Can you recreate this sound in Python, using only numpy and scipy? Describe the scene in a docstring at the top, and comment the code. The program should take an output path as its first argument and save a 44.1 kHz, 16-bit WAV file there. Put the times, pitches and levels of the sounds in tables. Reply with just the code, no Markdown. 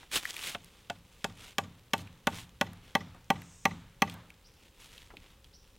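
"""Mallet and mandrel on a log

Outdoors, a rubber mallet drives a steel mandrel into a log with eleven knocks: damped modes under a soft push.
Noise bursts give the woodpile's scatter, a wall's echo and the yard's tail; two low resonances boom.
Grainy friction noise makes a shoe scraping dry leaves and swishing clothes; noise bursts make hand ticks,
shoe bumps and the mallet put down. A thin band of hiss swells once, and a far bird chips in gliding tones."""
import sys
import numpy as np
from scipy import signal
from scipy.fft import rfft, irfft, next_fast_len
from scipy.io import wavfile
from scipy.ndimage import uniform_filter1d

SR = 44100
rng = np.random.default_rng(int(sys.argv[2]) if len(sys.argv) > 2 else 0)


def dump(signal):
    """Clip the signal to [-1, 1] and save it as 16-bit WAV at the path in sys.argv[1]."""
    limited = np.clip(np.atleast_2d(signal).T, -1, 1)
    pcm = np.round(limited * 32767).astype(np.int16)
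    wavfile.write(sys.argv[1], SR, pcm)


N = 254898
TIME = np.arange(N) / SR
TOP_HZ = 16000  # upper limit of the sound


def undb(db):
    """Level law: decibels to amplitude gain."""
    return 10 ** (np.asarray(db) / 20)


def unit(x):
    """Normalisation: scale to rms 1."""
    return x / np.sqrt(np.mean(x ** 2))


def fade(t, t60):
    """Exponential damping: 60 dB down after t60 seconds."""
    return np.exp(-np.log(1000) * t / t60)


def swell(s, half_s):
    """Gaussian envelope: a smooth rise and fall around time s."""
    return np.exp(-((TIME - s) / half_s) ** 2)


def add(out, s, x):
    """Superposition: mix x into out from time s on."""
    i = max(int(round(s * SR)), 0)
    out[i:i + len(x)] += x[:len(out) - i]


def colour(x, points, tilt_db=0):
    """Spectral shaping: weight x by (Hz, dB) points and a tilt in dB per octave; rms 1."""
    hz, db = np.transpose(points)
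    size = next_fast_len(len(x))
    octave = np.log2(np.maximum(np.fft.rfftfreq(size, 1 / SR), 1))
    gain = undb(np.interp(octave, np.log2(hz), db + tilt_db * np.log2(hz)))
    return unit(irfft(rfft(x, size) * gain, size)[:len(x)])


def band(x, lo_hz, hi_hz, order=2):
    """Band limitation: a causal Butterworth band-pass."""
    edges_hz = [lo_hz, min(hi_hz, SR / 2 - 1000)]
    return signal.sosfilt(signal.butter(order, edges_hz, "band", fs=SR, output="sos"), x)


def grains(size, spread_db):
    """Granular noise: the strength jumps from one tiny grain to the next, giving a dense crackle."""
    count = 16  # samples per grain
    strength = undb(spread_db * rng.standard_normal(size // count + 1))
    return rng.standard_normal(size) * np.repeat(strength, count)[:size]


# Spectrum of still outdoor air. Each row: frequency in Hz, relative spectral level in dB.
AIR = [(12, -37), (20, 0.5), (60, -1), (347, -19), (459, -16.5), (558, -16), (607, -28.5), (802, -22.5),
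       (949, -23), (1260, -26.5), (2320, -32.5), (2530, -27), (6180, -34), (11800, -36.5), (16000, -35.5)]
AIR_DB = -61  # rms level before the rumble swells


def air(gust_db=2.5):
    """Broadband turbulence: a steady far hiss over a low rumble that swells with the breeze."""
    noise = colour(rng.standard_normal(N), AIR)
    rumble = band(noise, 12.7, 100, order=1)
    gust = np.interp(TIME, np.linspace(0, TIME[-1], 40), rng.standard_normal(40))
    return undb(AIR_DB) * (noise + rumble * (undb(gust_db * gust) - 1))


def thin_hiss(peak_s=3.554, half_s=0.19, level_db=-61, lo_hz=5400, hi_hz=8630):
    """Band-limited noise: a narrow band of treble swells and fades once."""
    hiss = unit(band(rng.standard_normal(N), lo_hz, hi_hz, order=3))
    return undb(level_db) * swell(peak_s, half_s) * hiss


# Chips of a far bird. Each row: start in seconds, level in dB, nominal top pitch in Hz.
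CHIPS = [(2.986, -60, 6040), (4.441, -59, 5710), (5.531, -55, 6040)]


def bird(start_hz=3300, glide_s=0.01, length_s=0.044, rasp=0.097, trees_t60=0.65, trees_db=-3):
    """Frequency modulation: a raspy upward glide, smeared by multiple scattering in the trees."""
    out, t = np.zeros(N), TIME[:SR // 3]
    for s, db, top_hz in CHIPS:
        waver = unit(uniform_filter1d(rng.standard_normal(len(t)), size=20))
        glide_hz = top_hz + (start_hz - top_hz) * np.exp(-t / glide_s)
        hz = glide_hz * (1 + rasp * waver)
        envelope = np.sqrt(np.abs(np.sin(np.pi * np.minimum(t / length_s, 1))))
        chip = np.sin(2 * np.pi * np.cumsum(hz) / SR) * envelope
        trees = rng.standard_normal(len(t)) * fade(t, trees_t60)
        echo = signal.fftconvolve(chip, trees / np.linalg.norm(trees))[:len(t)]
        add(out, s, undb(db) * band(chip + undb(trees_db) * echo, 2500, 5940, order=6))
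    return out


# Colour of a rustle of leaves or cloth. Each row: frequency in Hz, relative level in dB.
RUSTLE_COLOUR = [(100, -10), (350, -8), (600, -10.5), (900, -7), (1600, -6), (2500, -1.5), (3400, -0.5),
                 (4700, -7), (8000, -8.5), (12000, -14), (16000, -19)]


def rustle(crackle_db, bright_db):
    """Dry friction: many tiny slips come in uneven bunches; rms 1."""
    bunching = .4  # spread of the bunches against that of the grains
    smooth = unit(uniform_filter1d(rng.standard_normal(N), size=200))
    bunches = undb(bunching * crackle_db * smooth)
    return colour(grains(N, crackle_db) * bunches, RUSTLE_COLOUR, bright_db)


# Swishes of the clothes as the arms move.
# Each row: peak time in seconds, half length in seconds, level in dB, brightness in dB per octave.
SWISHES = [(0.009, 0.058, -55.5, -2.5), (0.677, 0.26, -62.5, -1.5), (1.216, 0.14, -63, -0.5),
           (1.446, 0.067, -50, -1.5), (2.002, 0.023, -52, 0.5), (2.374, 0.06, -46, -0.5),
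           (2.883, 0.063, -58.5, -3), (4.115, 0.03, -54.5, -1), (4.632, 0.078, -64.5, -2),
           (4.838, 0.044, -53.5, -.5), (4.967, 0.11, -57, -1), (5.263, 0.093, -61.5, -3)]


def clothes(crackle_db=4.0, stir_db=-70, stir_tilt_db=-1.0, stir_crackle_db=6.5):
    """Sliding friction: cloth stirs faintly all the time and swishes with the larger movements."""
    out = undb(stir_db) * rustle(stir_crackle_db, stir_tilt_db)
    for s, half_s, db, bright_db in SWISHES:
        out += undb(db) * swell(s, half_s) * rustle(crackle_db, bright_db)
    return out


# A shoe scrapes, then slides through dry leaves: two lists of envelope points.
# Each row: time in seconds, level of the rustle in dB relative to scrape_db.
SHUFFLE = [
    [(0.11, -62), (0.116, -40), (0.128, -34.5), (0.17, -26), (0.21, -49.5)],
    [(0.27, -47.5), (0.306, -40.5), (0.318, -52), (0.484, -36.5), (0.54, -47)],
]


def shuffle(scrape_db=-.5, scrape_crackle_db=3.15, scrape_tilt_db=0., release_s=0.032,
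            leaves_s=0.34, leaves_half_s=0.11, leaves_db=-47, leaves_crackle_db=11.0, leaves_tilt_db=-.5):
    """Sliding friction: fine-grained noise for the scraping shoe, coarser for the leaves under it."""
    s, db = np.vstack(SHUFFLE).T
    moving = np.interp(TIME, [s[0] - release_s, s[0], s[-1], s[-1] + release_s], [0, 1, 1, 0])
    scrape = undb(scrape_db + np.interp(TIME, s, db)) * rustle(scrape_crackle_db, scrape_tilt_db)
    leaves = undb(leaves_db) * swell(leaves_s, leaves_half_s) * rustle(leaves_crackle_db, leaves_tilt_db)
    return moving * scrape + leaves


def thud(db, hz, t60):
    """Heavily damped impact: a broad two-octave noise burst, as on soft ground."""
    t = TIME[:SR // 4]
    return undb(db) * unit(band(rng.standard_normal(len(t)), hz / 2, hz * 2)) * fade(t, t60)


# Soft bumps of the shoes. Each row: start in seconds, level in dB, centre in Hz, 60 dB decay in seconds.
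BUMPS = [(0.031, -49, 1070, 0.037), (3.145, -55, 650, 0.23), (4.14, -54, 847, 0.55)]
# the mallet is put down and settles in a few contacts, each lower and longer than the one before
DROP_S, DROP_DB, DROP_HZ, DROP_T60_S = 5.104, -49, 950, 0.079
SETTLE_GAP_S, SETTLE_PITCH_RATIO, SETTLE_T60_RATIO = 0.033, 0.38, 1.05


def bumps(count=4):
    """Repeated soft impacts: the shoes shift now and then; at the end the mallet settles on the ground."""
    out = np.zeros(N)
    for s, db, hz, t60 in BUMPS:
        add(out, s, thud(db, hz, t60))
    for k in range(count):
        hz = DROP_HZ * SETTLE_PITCH_RATIO ** k
        t60 = DROP_T60_S * SETTLE_T60_RATIO ** k
        add(out, DROP_S + k * SETTLE_GAP_S, thud(DROP_DB, hz, t60))
    return out


# Small snaps of leaves and ticks of the hand on the tool.
# Each row: start in seconds, overall level in dB, centre of the ring in Hz, relative level of the snap in dB.
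TICKS = [(0.2533, -20, 1860, -10), (0.3655, -26.5, 2580, -4.5), (0.392, -31, 2800, -7),
         (0.4366, -27, 3100, -4), (0.6452, -51, 2650, 9.5), (1.9797, -39, 3620, 2.5),
         (2.0724, -39, 2490, -15), (2.7326, -44, 1530, 0.5), (3.4186, -38, 2100, -1.5),
         (4.0979, -33.5, 3120, -3.5), (4.1408, -45, 3110, 3.5), (4.3033, -42, 2500, -4.5),
         (4.979, -37.5, 3300, -10), (5.169, -32, 2780, -17), (5.444, -41.5, 3430, -12.5)]


def ticks(ring_db=-5, ring_t60=0.021, snap_db=-4, snap_t60=0.0085):
    """Impulsive contact: a short woody resonance under a bright, faster-decaying snap."""
    out, t = np.zeros(N), TIME[:SR // 10]
    for s, db, hz, treble_db in TICKS:
        noise = rng.standard_normal((2, len(t)))
        ring = undb(ring_db) * unit(band(noise[0], hz * 0.79, hz * 1.21)) * fade(t, ring_t60)
        snap = undb(snap_db + treble_db) * unit(band(noise[1], 2600, 13700)) * fade(t, snap_t60)
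        add(out, s, undb(db) * (ring + snap))
    return out


def echoes(x, pile_db=-22, pile_s=0.011, pile_t60=0.085, wall_db=-24, wall_s=0.054, wall_t60=0.04):
    """Delayed reflection: convolution with scatter from the woodpile, then one rough echo from a wall."""
    t = TIME[:SR // 4]
    response = np.zeros(len(t))
    for s, level_db, decay in ((pile_s, pile_db, pile_t60), (wall_s, wall_db, wall_t60)):
        shape = fade(t, decay)
        noise = band(rng.standard_normal(len(t)), 950, 7800, order=1)
        add(response, s, undb(level_db) * noise * shape / np.linalg.norm(shape))
    return signal.fftconvolve(x, response)[:N]


# The yard's diffuse answer to a knock.
# Each row: band centre in Hz, level against the blow in dB, 60 dB decay in seconds.
YARD = [(98.5, -32.5, 0.86), (185, -27.5, 0.54), (418, -26.5, 0.24), (900, -38, 0.72), (1780, -44, 1),
        (3060, -42, 0.85), (5360, -49.5, 0.73), (10900, -67, 0.81)]
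# Low hollow resonances of the woodpile.
# Each row: frequency in Hz, level against the blow in dB, 60 dB decay in seconds.
BOOM = [(96.6, -21, 0.46), (172.8, -21.5, 0.53)]


def yard(build_s=0.035, boom_build_s=0.05):
    """Diffuse reverberation: noise bands decay at their own rates while the woodpile's resonances boom."""
    out, t = np.zeros(N), TIME[:SR]
    hz, db, t60 = np.transpose(YARD)
    edges = np.r_[hz[0] * .75, np.sqrt(hz[1:] * hz[:-1]), TOP_HZ]
    boom = sum(undb(level_db) * fade(t, decay) * np.sin(2 * np.pi * f * t) for f, level_db, decay in BOOM)
    boom = boom * (1 - np.exp(-t / boom_build_s))
    for lo, hi, level_db, decay in zip(edges, edges[1:], db, t60):
        shape = fade(t, decay) * (1 - np.exp(-(t / build_s) ** 2))
        tails = np.zeros(N)
        for s, blow_db, *_ in BLOWS:
            add(tails, s, undb(blow_db + level_db) * shape)
        out += tails * unit(band(rng.standard_normal(N), lo, hi, order=3))
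    for s, blow_db, *_ in BLOWS:
        add(out, s, undb(blow_db) * boom)
    return out


def thock(level_db=-4, lo_hz=1400, hi_hz=2600, rise_s=0.0024, t60=0.026):
    """High modal density: the log's many close, damped modes blur into a short woody noise."""
    out, t = np.zeros(N), TIME[:SR // 10]
    for s, db, *_ in BLOWS:
        blur = unit(band(rng.standard_normal(len(t)), lo_hz, hi_hz))
        add(out, s, undb(db + level_db) * blur * fade(t, t60) * (1 - np.exp(-(t / rise_s) ** 2)))
    return out


# the tip bites at BITE_S and sinks steadily for SINK_S, ending this far (0-1) from loose to seated
BITE_S, SINK_S, FULL_SEAT = .85, 2.26, 0.84


def seating(s, loose, seated):
    """Changing boundary condition: a property moves from loose towards seated as the mandrel sinks."""
    return loose + (seated - loose) * FULL_SEAT * np.clip((s - BITE_S) / SINK_S, 0, 1)


# Modes of mallet, mandrel and log together. 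Each row: nominal frequency in Hz, 60 dB decay in seconds,
# level in dB with the mandrel loose, level in dB once seated.
KNOCK_MODES = [(110, 0.2, -12.5, -40), (184.6, 0.097, -12, -11.5), (205.4, 0.12, -12, -10.5),
               (231.4, 0.051, -7.5, 1.9), (300, 0.005, 1.5, -17), (419, .039, -4, -6),
               (577, 0.041, -1.1, -3.5), (704, 0.055, -1.5, -19), (794, 0.057, -6.5, 3.5),
               (897, 0.06, -8.5, -1), (994, 0.043, -10, -10), (1099, 0.046, -13, -3),
               (1163, 0.04, -9.5, 1.1), (1320, 0.013, 1, -8.5), (1476, 0.026, 1, -8), (1664, 0.02, 1, -2.5),
               (1960, 0.029, -13.5, 5.5), (2134, 0.021, 1.5, 1.5), (2433, 0.01, 6, 6),
               (2609, 0.048, -9, -17), (2830, 0.0087, 14, 3), (3058, 0.02, -2, -9.5), (3143, 0.011, 11, 4),
               (3270, 0.018, 3.2, -5), (3585, 0.0082, 14, 1), (4100, 0.029, -12.5, -18.5),
               (4325, 0.013, -9, -5.5), (5345, 0.005, 7, 6), (6120, 0.016, -19, -5)]
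# Mallet blows. Each row: start in seconds, level in dB, hardness in dB per octave,
# frequency in Hz that the contact spot alters, size of that boost or cut in dB.
BLOWS = [(0.5475, -30, 1.5, 1250, 14), (0.8984, -28, 0.8, 690, 7.5), (1.2425, -22, 1, 2520, -4),
         (1.5821, -18.5, 1.7, 1200, 6), (1.9336, -16, 1.9, 1460, 0.5), (2.2698, -16, 0.73, 1400, 10.5),
         (2.6109, -16, 1.5, 1410, 8), (2.951, -15.5, 2, 2270, 5), (3.3019, -15, 1.0, 930, 3),
         (3.653, -14, 2, 640, -5.3), (4.0196, -13.5, 2.5, 580, -3.5)]
# Colour of the cracking fibres. Each row: frequency in Hz, relative level in dB before the tilt.
CRACK = [(300, -34), (1500, 5), (3500, -6), (4700, 4.5), (5700, 4.5), (6800, 10.5), (8500, 5), (11000, 0.5),
         (14000, 2.5), (16000, -14)]
# crack with the mandrel loose and seated: level against the blow (dB), brightness (dB per octave)
CRACK_LOOSE_DB, CRACK_SEATED_DB = -4, -19.5
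CRACK_LOOSE_TILT_DB, CRACK_SEATED_TILT_DB = -6.5, 8


def knocks(rise_s=0.0033, touch_s=0.00043, scatter_db=2.16, crack_lag_s=0.001115,
           crack_t60=.017, splinter_db=-27, splinter_t60=0.22):
    """Modal excitation: blows swell damped modes, rebalanced by seating; fibres crack after the bite."""
    spot_octaves, detune = .2, .003  # width of the contact colour; relative spread of the pitches
    out, t = np.zeros(N), TIME[:SR // 4]
    hz, t60, loose_db, seated_db = np.transpose(KNOCK_MODES)[:, :, None]
    # rubber yields, so the push builds over a few milliseconds
    push = (1 - np.exp(-t / rise_s)) * (1 - np.exp(-(t / touch_s) ** 2))
    for s, db, hard_db, spot_hz, spot_db in BLOWS:
        chance = rng.standard_normal((2, len(hz), 1))
        mode_db = seating(s, loose_db, seated_db) + scatter_db * chance[0]
        # how hard and where the mallet lands decides which modes it feeds
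        spot = np.exp(-(np.log2(hz / spot_hz) / spot_octaves) ** 2)
        contact_db = hard_db * np.log2(hz / 1000) + spot_db * spot
        tones = np.sin(2 * np.pi * hz * (1 + detune * chance[1]) * t)
        ring = undb(mode_db + contact_db) * fade(t, t60) * tones
        add(out, s, undb(db) * ring.sum(axis=0) * push)
        if s > BITE_S:
            # the deeper the mandrel sits, the fainter and thinner the crack
            tilt_db = seating(s, CRACK_LOOSE_TILT_DB, CRACK_SEATED_TILT_DB)
            crack = colour(grains(len(t), 1.5), CRACK, tilt_db)
            crack = crack * (fade(t, crack_t60) + undb(splinter_db) * fade(t, splinter_t60))
            crack_db = db + seating(s, CRACK_LOOSE_DB, CRACK_SEATED_DB)
            add(out, s + crack_lag_s, undb(crack_db) * crack)
    return out


def scene(width_db=-43, hiss_db=-77):
    """Mid-side superposition: both channels almost alike, with faint quadrature sound and hiss as side."""
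    struck = knocks() + thock() + ticks() + bumps()
    mid = struck + echoes(struck) + yard() + shuffle() + clothes() + thin_hiss() + bird() + air()
    quadrature = signal.hilbert(mid, next_fast_len(N))[:N].imag
    side = undb(width_db) * quadrature + undb(hiss_db) * rng.standard_normal(N)
    return np.array([mid + side, mid - side])


def record(dry):
    """Band limitation: a steep elliptic low-pass removes what lies above TOP_HZ."""
    return signal.sosfilt(signal.ellip(10, .1, 80, TOP_HZ, fs=SR, output="sos"), dry)


dry = scene()
out = record(dry)
dump(out)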